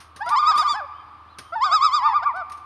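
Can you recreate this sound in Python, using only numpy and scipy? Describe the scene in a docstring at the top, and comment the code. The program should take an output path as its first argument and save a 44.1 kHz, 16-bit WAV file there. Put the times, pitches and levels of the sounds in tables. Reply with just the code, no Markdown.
"""A low appliance hum fills a kitchen, and a few small bumps and ticks begin. A cat on the counter, close to
the microphone, chirps and trills: the pitch of its vocal folds swings about nine times a second, a second
tone crosses it, and the voice breaks into low chirps. The room rings on faintly, and three thin squeaks
pass. The cat trills again, and a few last ticks sound as the reverberation dies away."""
import sys
import numpy as np
from scipy import signal
from scipy.fft import rfft, irfft
from scipy.io import wavfile

SR = 44100
rng = np.random.default_rng(int(sys.argv[2]) if len(sys.argv) > 2 else 0)


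def put_to_file(sound):
    """Save the sound as 16-bit audio at rate SR, in the file named by the first command-line argument."""
    columns = np.atleast_2d(sound).T  # one column per channel
    safe = np.clip(columns, -1, 1)
    whole_steps = np.round(safe * 32767)
    wavfile.write(sys.argv[1], SR, whole_steps.astype(np.int16))


N = 116865


def amp(db):
    """Decibels to amplitude ratio."""
    return 10 ** (np.asarray(db) / 20)


def unit(x):
    """Normalisation to rms 1."""
    return x / np.sqrt(np.mean(x ** 2) + 1e-20)


def read(points, hz):
    """Interpolation of (Hz, value) points on a log-frequency axis."""
    f, value = np.transpose(points)
    return np.interp(np.log(hz + 1), np.log(f), value)


def add(mix, s, sound):
    """Superposition: a sound joins the mix at s seconds."""
    part = mix[..., max(round(s * SR), 0):][..., :sound.shape[-1]]
    part += sound[..., :part.shape[-1]]


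def noise(points):
    """Spectral shaping: white noise takes the colour of (Hz, dB) points."""
    gain = amp(read(points, np.fft.rfftfreq(N, 1 / SR)))
    return unit(irfft(rfft(rng.standard_normal(N)) * gain, N))


def wander(hz):
    """Low-pass noise: random motion up to a given rate."""
    rolloff = 1 + (np.fft.rfftfreq(N, 1 / SR) / hz) ** 4
    return unit(irfft(rfft(rng.standard_normal(N)) / rolloff, N))


def spread(mid, side, width):
    """Mid-side stereo: sum and difference give left and right."""
    return np.array([mid + width * side, mid - width * side])


def fade(t, attack_s=.011, release_s=.014):
    """Amplitude envelope with a quarter-sine rise and fall."""
    rise = np.sin(np.pi / 2 * np.clip((t - t[0]) / attack_s, 0, 1))
    fall = np.sin(np.pi / 2 * np.clip((t[-1] - t) / release_s, 0, 1))
    return rise * fall


def swing(t, times, values, shape):
    """Cosine interpolation between turning points; a shape under 1 broadens the crests."""
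    i = np.clip(np.searchsorted(times, t) - 1, 0, len(times) - 2)
    progress = (1 - np.cos(np.pi * (t - times[i]) / (times[i + 1] - times[i]))) / 2
    a, b = values[i], values[i + 1]
    return np.minimum(a, b) + abs(b - a) * np.where(b > a, progress, 1 - progress) ** shape


def arch(start, end, first, middle, last):
    """Times and frequencies of a parabolic glide through three pitches."""
    t = np.arange(start, end, 1 / SR)
    parabola = np.polyfit([0, .5, 1], [first, middle, last], 2)
    return t, np.polyval(parabola, np.linspace(0, 1, len(t)))


def kitchen():
    """Appliance hum, modulated at random in amplitude and phase, over broadband air noise."""
    # Tones of the hum. Each row: frequency in Hz, level in dB.
    hum_tones = [(79.9, -58.5), (101, -68), (120, -71)]
    # Spectrum of the air. Each row: frequency in Hz, relative level in dB.
    air_colour = [(25, -22), (50, -4), (80, 3), (160, -4), (240, -5), (310, 1), (400, -6), (600, -5),
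                  (1000, -1), (2000, -10), (3000, -11), (4500, -18), (7000, -34), (10000, -32),
                  (13000, -42), (16000, -46)]
    t = np.arange(N) / SR
    hum = np.zeros(N)
    for hz, db in hum_tones:
        peak = amp(db) * np.sqrt(2) * (1 + .15 * wander(hz=6))
        hum += peak * np.sin(2 * np.pi * hz * t + .25 * wander(hz=4))
    ring = amp(-51) * noise([(500, -40), (900, -14), (1100, -5), (1200, 0), (1300, -8), (1600, -22),
                             (3000, -50), (8000, -80)])  # a steady, narrow band
    air = amp(-57.5) * spread(noise(air_colour), noise(air_colour), width=.25)
    return hum + ring + air


def bumps():
    """Impact transients: a dull thud and a bright tick of noise, both decaying exponentially."""
    # Each row: start in seconds, thud level in dB, tick level in dB, tick time constant in seconds.
    impacts = [(.002, -62, -47, .03), (.161, -49, -42, .012), (.259, -46, -45, .008), (.29, -52, -31, .008),
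               (.557, -47, -41, .008), (.575, -49, -32, .018), (.719, -46, -44, .012),
               (1.385, -45, -34, .009), (2.36, -58, -53, .012), (2.497, -60, -45, .006),
               (2.519, -57, -42, .009), (2.573, -60, -52, .008)]
    # Spectra of tick and thud. Each row: frequency in Hz, relative level in dB.
    tick_colour = [(150, -25), (700, -3), (1500, 5), (3000, -1), (5500, -1), (6700, -6), (7200, -22),
                   (7900, -22), (8500, -2), (10000, -6), (12000, -15), (13200, -36), (16000, -40)]
    thud_colour = [(40, -15), (120, 0), (300, 0), (600, -5), (1500, -25), (5000, -50)]
    side_colour = [(500, -25), (5000, -12), (7500, -20), (8500, 0), (12000, -3), (13200, -28)]
    out, t = np.zeros((2, N)), np.arange(SR // 3) / SR
    tail = amp(-15) * np.exp(-t / .065)
    for start, thud_db, tick_db, decay_s in impacts:
        envelope = (1 - np.exp(-t / .001)) * (np.exp(-t / decay_s) + tail)
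        tick = envelope * spread(noise(tick_colour), noise(side_colour), width=.35)[:, :len(t)]
        thud = noise(thud_colour)[:len(t)] * (1 - np.exp(-t / .002)) * np.exp(-t / .02)
        add(out, start, amp(tick_db) * tick + amp(thud_db) * thud)
    return out


def voice(t, hz, level_db, treble_db, flutter, second_harmonic_db):
    """Source and filter: the throat shapes unsteady vocal-fold harmonics; noise adds a little rasp."""
    # Response of throat and mouth. Each row: frequency in Hz, gain in dB.
    throat = [(550, -12), (800, -6), (1000, -4), (1230, 0), (1500, -6), (1800, -12), (2100, -13),
              (2450, -17), (3000, -22), (3600, -14), (4100, -26), (4500, -18), (4900, -12), (5150, -14),
              (5500, -29), (6300, -33), (7400, -28), (8500, -42), (10000, -56), (14000, -72)]
    # How harmonics above the second follow the treble. Each row: frequency in Hz, factor on treble_db.
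    treble_share = [(2000, .7), (3300, 1.05), (5200, 1.2), (8500, 1.8)]
    jitter, shimmer, flutter_hz = .005, .09, 240
    n = len(t)
    phase = 2 * np.pi * np.cumsum(hz * (1 + jitter * wander(hz=200)[:n])) / SR
    tone = np.zeros(n)
    for k in range(1, 14):
        trim_db = (k > 2) * read(treble_share, k * hz) * treble_db + (k == 2) * second_harmonic_db
        tone += amp(read(throat, k * hz) + trim_db) * np.sin(k * phase)
    # A second, slower oscillation modulates the amplitude and puts sidebands around each harmonic.
    tone *= 1 + flutter * np.sin(2 * np.pi * flutter_hz * t) + shimmer * wander(hz=120)[:n]
    rasp_colour = [(400, -30), (1100, 0), (2500, -5), (5000, -5), (8000, -18), (13000, -35)]
    rasp = amp(-42 + treble_db / 2) * noise(rasp_colour)[:n]
    return np.sqrt(2) * amp(level_db) * fade(t) * (tone + rasp)


def glides(rows, second_harmonic_db):
    """Frequency sweeps of the voice: short curved notes, softer and duller at their ends."""
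    out = np.zeros(N)
    for *contour, level_db, treble_db, flutter in rows:
        t, hz = arch(*contour)
        edge = np.linspace(-1, 1, len(t)) ** 2
        note = voice(t, hz, level_db - 7 * edge, treble_db - 9 * edge, flutter, second_harmonic_db)
        add(out, t[0], note)
    return out


def chirps():
    """Register breaks: the voice drops to low notes with a full second harmonic."""
    # Each row: start and end in seconds, first, middle and last pitch in Hz, source level in dB,
    # treble in dB, flutter depth from 0 to 1.
    low_notes = [(.186, .212, 520, 570, 630, -42, -20, 0), (.203, .243, 770, 850, 950, -21, -15, 0),
                 (.258, .305, 650, 705, 785, -25, -10, 0), (.506, .534, 700, 790, 930, -24, -3, 0),
                 (.612, .645, 670, 750, 910, -25, -3, 0), (.733, .818, 630, 865, 630, -24, -13, 0),
                 (.8, .865, 650, 580, 555, -31, -22, 0), (1.519, 1.562, 640, 700, 790, -25, -16, 0),
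                 (1.65, 1.705, 780, 750, 660, -26, -8, 0), (1.706, 1.755, 660, 740, 940, -23, -6, 0),
                 (2.22, 2.254, 670, 750, 930, -24, -9, 0), (2.336, 2.434, 610, 760, 600, -25.5, -17, 0)]
    return glides(low_notes, second_harmonic_db=0)


def trills():
    """Frequency and amplitude modulation in step: the high register swings, louder on each crest."""
    # Crests and troughs. Each row: time in seconds, pitch in Hz, source level in dB, treble in dB,
    # flutter depth from 0 to 1.
    first_trill = [(.235, 955, -29, -12, 0), (.295, 980, -25, -18, 0), (.339, 830, -22, -22, 0),
                   (.378, 1050, -13, -4, 0), (.399, 1230, -19, -6, .2), (.439, 1055, -24, -8, .1),
                   (.493, 1285, -13, -2, .05), (.545, 1025, -27, -5, .1), (.596, 1250, -16, 0, .05),
                   (.653, 990, -28, -4, .1), (.704, 1205, -20, 3, .05), (.77, 970, -30, -3, 0)]
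    second_trill = [(1.553, 925, -17, -21, 0), (1.596, 850, -24, -23, 0), (1.634, 1070, -13, -6, 0),
                    (1.649, 1245, -18, -2, .3), (1.694, 1055, -24, -6, .05), (1.746, 1285, -13, 0, .05),
                    (1.797, 1040, -24, -6, .05), (1.849, 1285, -14, 0, .05), (1.903, 1005, -24, -7, .05),
                    (1.956, 1235, -17, 1, .2), (2.011, 960, -23, -12, .1), (2.063, 1215, -15, -15, .2),
                    (2.109, 935, -23, -22, .1), (2.165, 1210, -16, -16, .2), (2.222, 890, -30, -22, .1),
                    (2.243, 1050, -36, -25, .1), (2.268, 1185, -14, -30, .25), (2.329, 885, -28, -28, .1)]
    out = np.zeros(N)
    for rows in (first_trill, second_trill):
        times, pitches, levels, trebles, flutters = np.transpose(rows)
        t = np.arange(times[0], times[-1], 1 / SR)
        hz = swing(t, times, pitches, shape=.88)
        level_db = swing(t, times, levels, shape=.75)
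        treble_db = swing(t, times, trebles, shape=.75)
        flutter = np.interp(t, times, flutters)
        add(out, t[0], voice(t, hz, level_db, treble_db, flutter, second_harmonic_db=-10))
    return out


def crossing_tone():
    """Biphonation: a second pitch sounds together with the trill and crosses it."""
    # Each row: start and end in seconds, first, middle and last pitch in Hz, source level in dB,
    # treble in dB, flutter depth from 0 to 1.
    crossing_notes = [(.298, .372, 1010, 1205, 990, -17, -16, .3),
                      (.408, .478, 1080, 1215, 1060, -18, -14, .25),
                      (.465, .515, 1120, 960, 950, -21, -22, 0),
                      (.53, .577, 1160, 1210, 1110, -18, -13, .25),
                      (.572, .617, 1100, 950, 940, -23, -22, 0),
                      (.64, .692, 1140, 1205, 1060, -19, -14, .25), (.68, .72, 1080, 940, 930, -25, -22, 0),
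                      (1.8, 1.885, 960, 1160, 1080, -16, -12, .1),
                      (1.915, 1.995, 990, 1205, 1020, -23, -12, .1),
                      (2.015, 2.15, 795, 905, 765, -19, -12, 0)]
    return glides(crossing_notes, second_harmonic_db=-10)


def room(x):
    """Reverberation by convolution: early reflections, then a faint diffuse tail and a narrow ring."""
    # Reflections from counter and cupboards. Each row: delay in seconds, gain in dB.
    echoes = [(.0031, -20), (.0074, -22), (.0135, -23), (.021, -25)]
    # Decay of the tail. Each row: frequency in Hz, time to fall 60 dB in seconds.
    decay_times = [(200, .6), (700, 1.7), (1200, 1.7), (2400, 2), (4800, 1.5), (8000, .4)]
    # Strength of the tail. Each row: frequency in Hz, gain in dB.
    tail_colour = [(200, -30), (550, -25), (800, -12), (1200, -14), (1500, -19), (2000, -13), (2400, -9),
                   (2800, -19), (3600, -27), (5000, -26), (8000, -33)]
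    # Resonances that the voice sets off. Each row: frequency in Hz, gain in dB, t60 in seconds.
    modes = [(1190, -76, 1.6), (1213, -76, 1.6)]
    hz, t, spectra = signal.stft(rng.standard_normal((2, 2 * SR)), SR, nperseg=512)
    t60 = read(decay_times, hz)[:, None]
    energy_norm = np.sqrt(2 * np.log(1000) / (t60 * SR))  # makes energy independent of decay time
    spectra *= amp(read(tail_colour, hz)[:, None] - 60 * t / t60) * energy_norm
    response = spread(*signal.istft(spectra, SR, nperseg=512)[1], width=.2)
    age = np.arange(response.shape[1]) / SR
    for mode_hz, db, mode_t60 in modes:
        add(response, 0, amp(db - 60 * age / mode_t60) * np.sin(2 * np.pi * mode_hz * age))
    for delay, db in echoes:
        add(response, delay, amp([db]))
    return signal.fftconvolve(x[None], response, axes=1)[:, :N]


def squeaks():
    """Pure tones with frequency jitter: thin arched whistles between the calls."""
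    # Each row: start and end in seconds, first, middle and last pitch in Hz, level in dB.
    whistles = [(.935, 1.04, 2850, 3150, 3000, -58), (1.28, 1.36, 2900, 4150, 2900, -61),
                (1.42, 1.52, 2950, 3150, 3080, -59)]
    out = np.zeros(N)
    for *contour, level_db in whistles:
        t, hz = arch(*contour)
        hz *= 1 + .015 * wander(hz=300)[:len(t)]
        add(out, t[0], amp(level_db) * fade(t) * np.sin(2 * np.pi * np.cumsum(hz) / SR))
    return out


def scene():
    """Superposition of hum, bumps, the direct calls and their reverberation."""
    # Left-right difference of the direct sound. Each row: frequency in Hz, side gain in dB.
    side_colour = [(1200, -36), (1800, -22), (2500, -8), (3500, -14), (5000, -19), (8000, -10)]
    calls = trills() + crossing_tone() + chirps() + squeaks()
    side_gain = amp(read(side_colour, np.fft.rfftfreq(N, 1 / SR)))
    side = irfft(1j * rfft(calls) * side_gain, N)  # in quadrature, so the channels differ in phase
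    return spread(calls, side, width=1) + room(calls) + bumps() + kitchen()


def record(dry):
    """Band limiting by a linear-phase low-pass filter."""
    cutoff_hz = 15700
    lowpass = signal.firwin(511, cutoff_hz, window=("kaiser", 9), fs=SR)
    return signal.oaconvolve(dry, lowpass[None], "same")


dry = scene()
out = record(dry)
put_to_file(out)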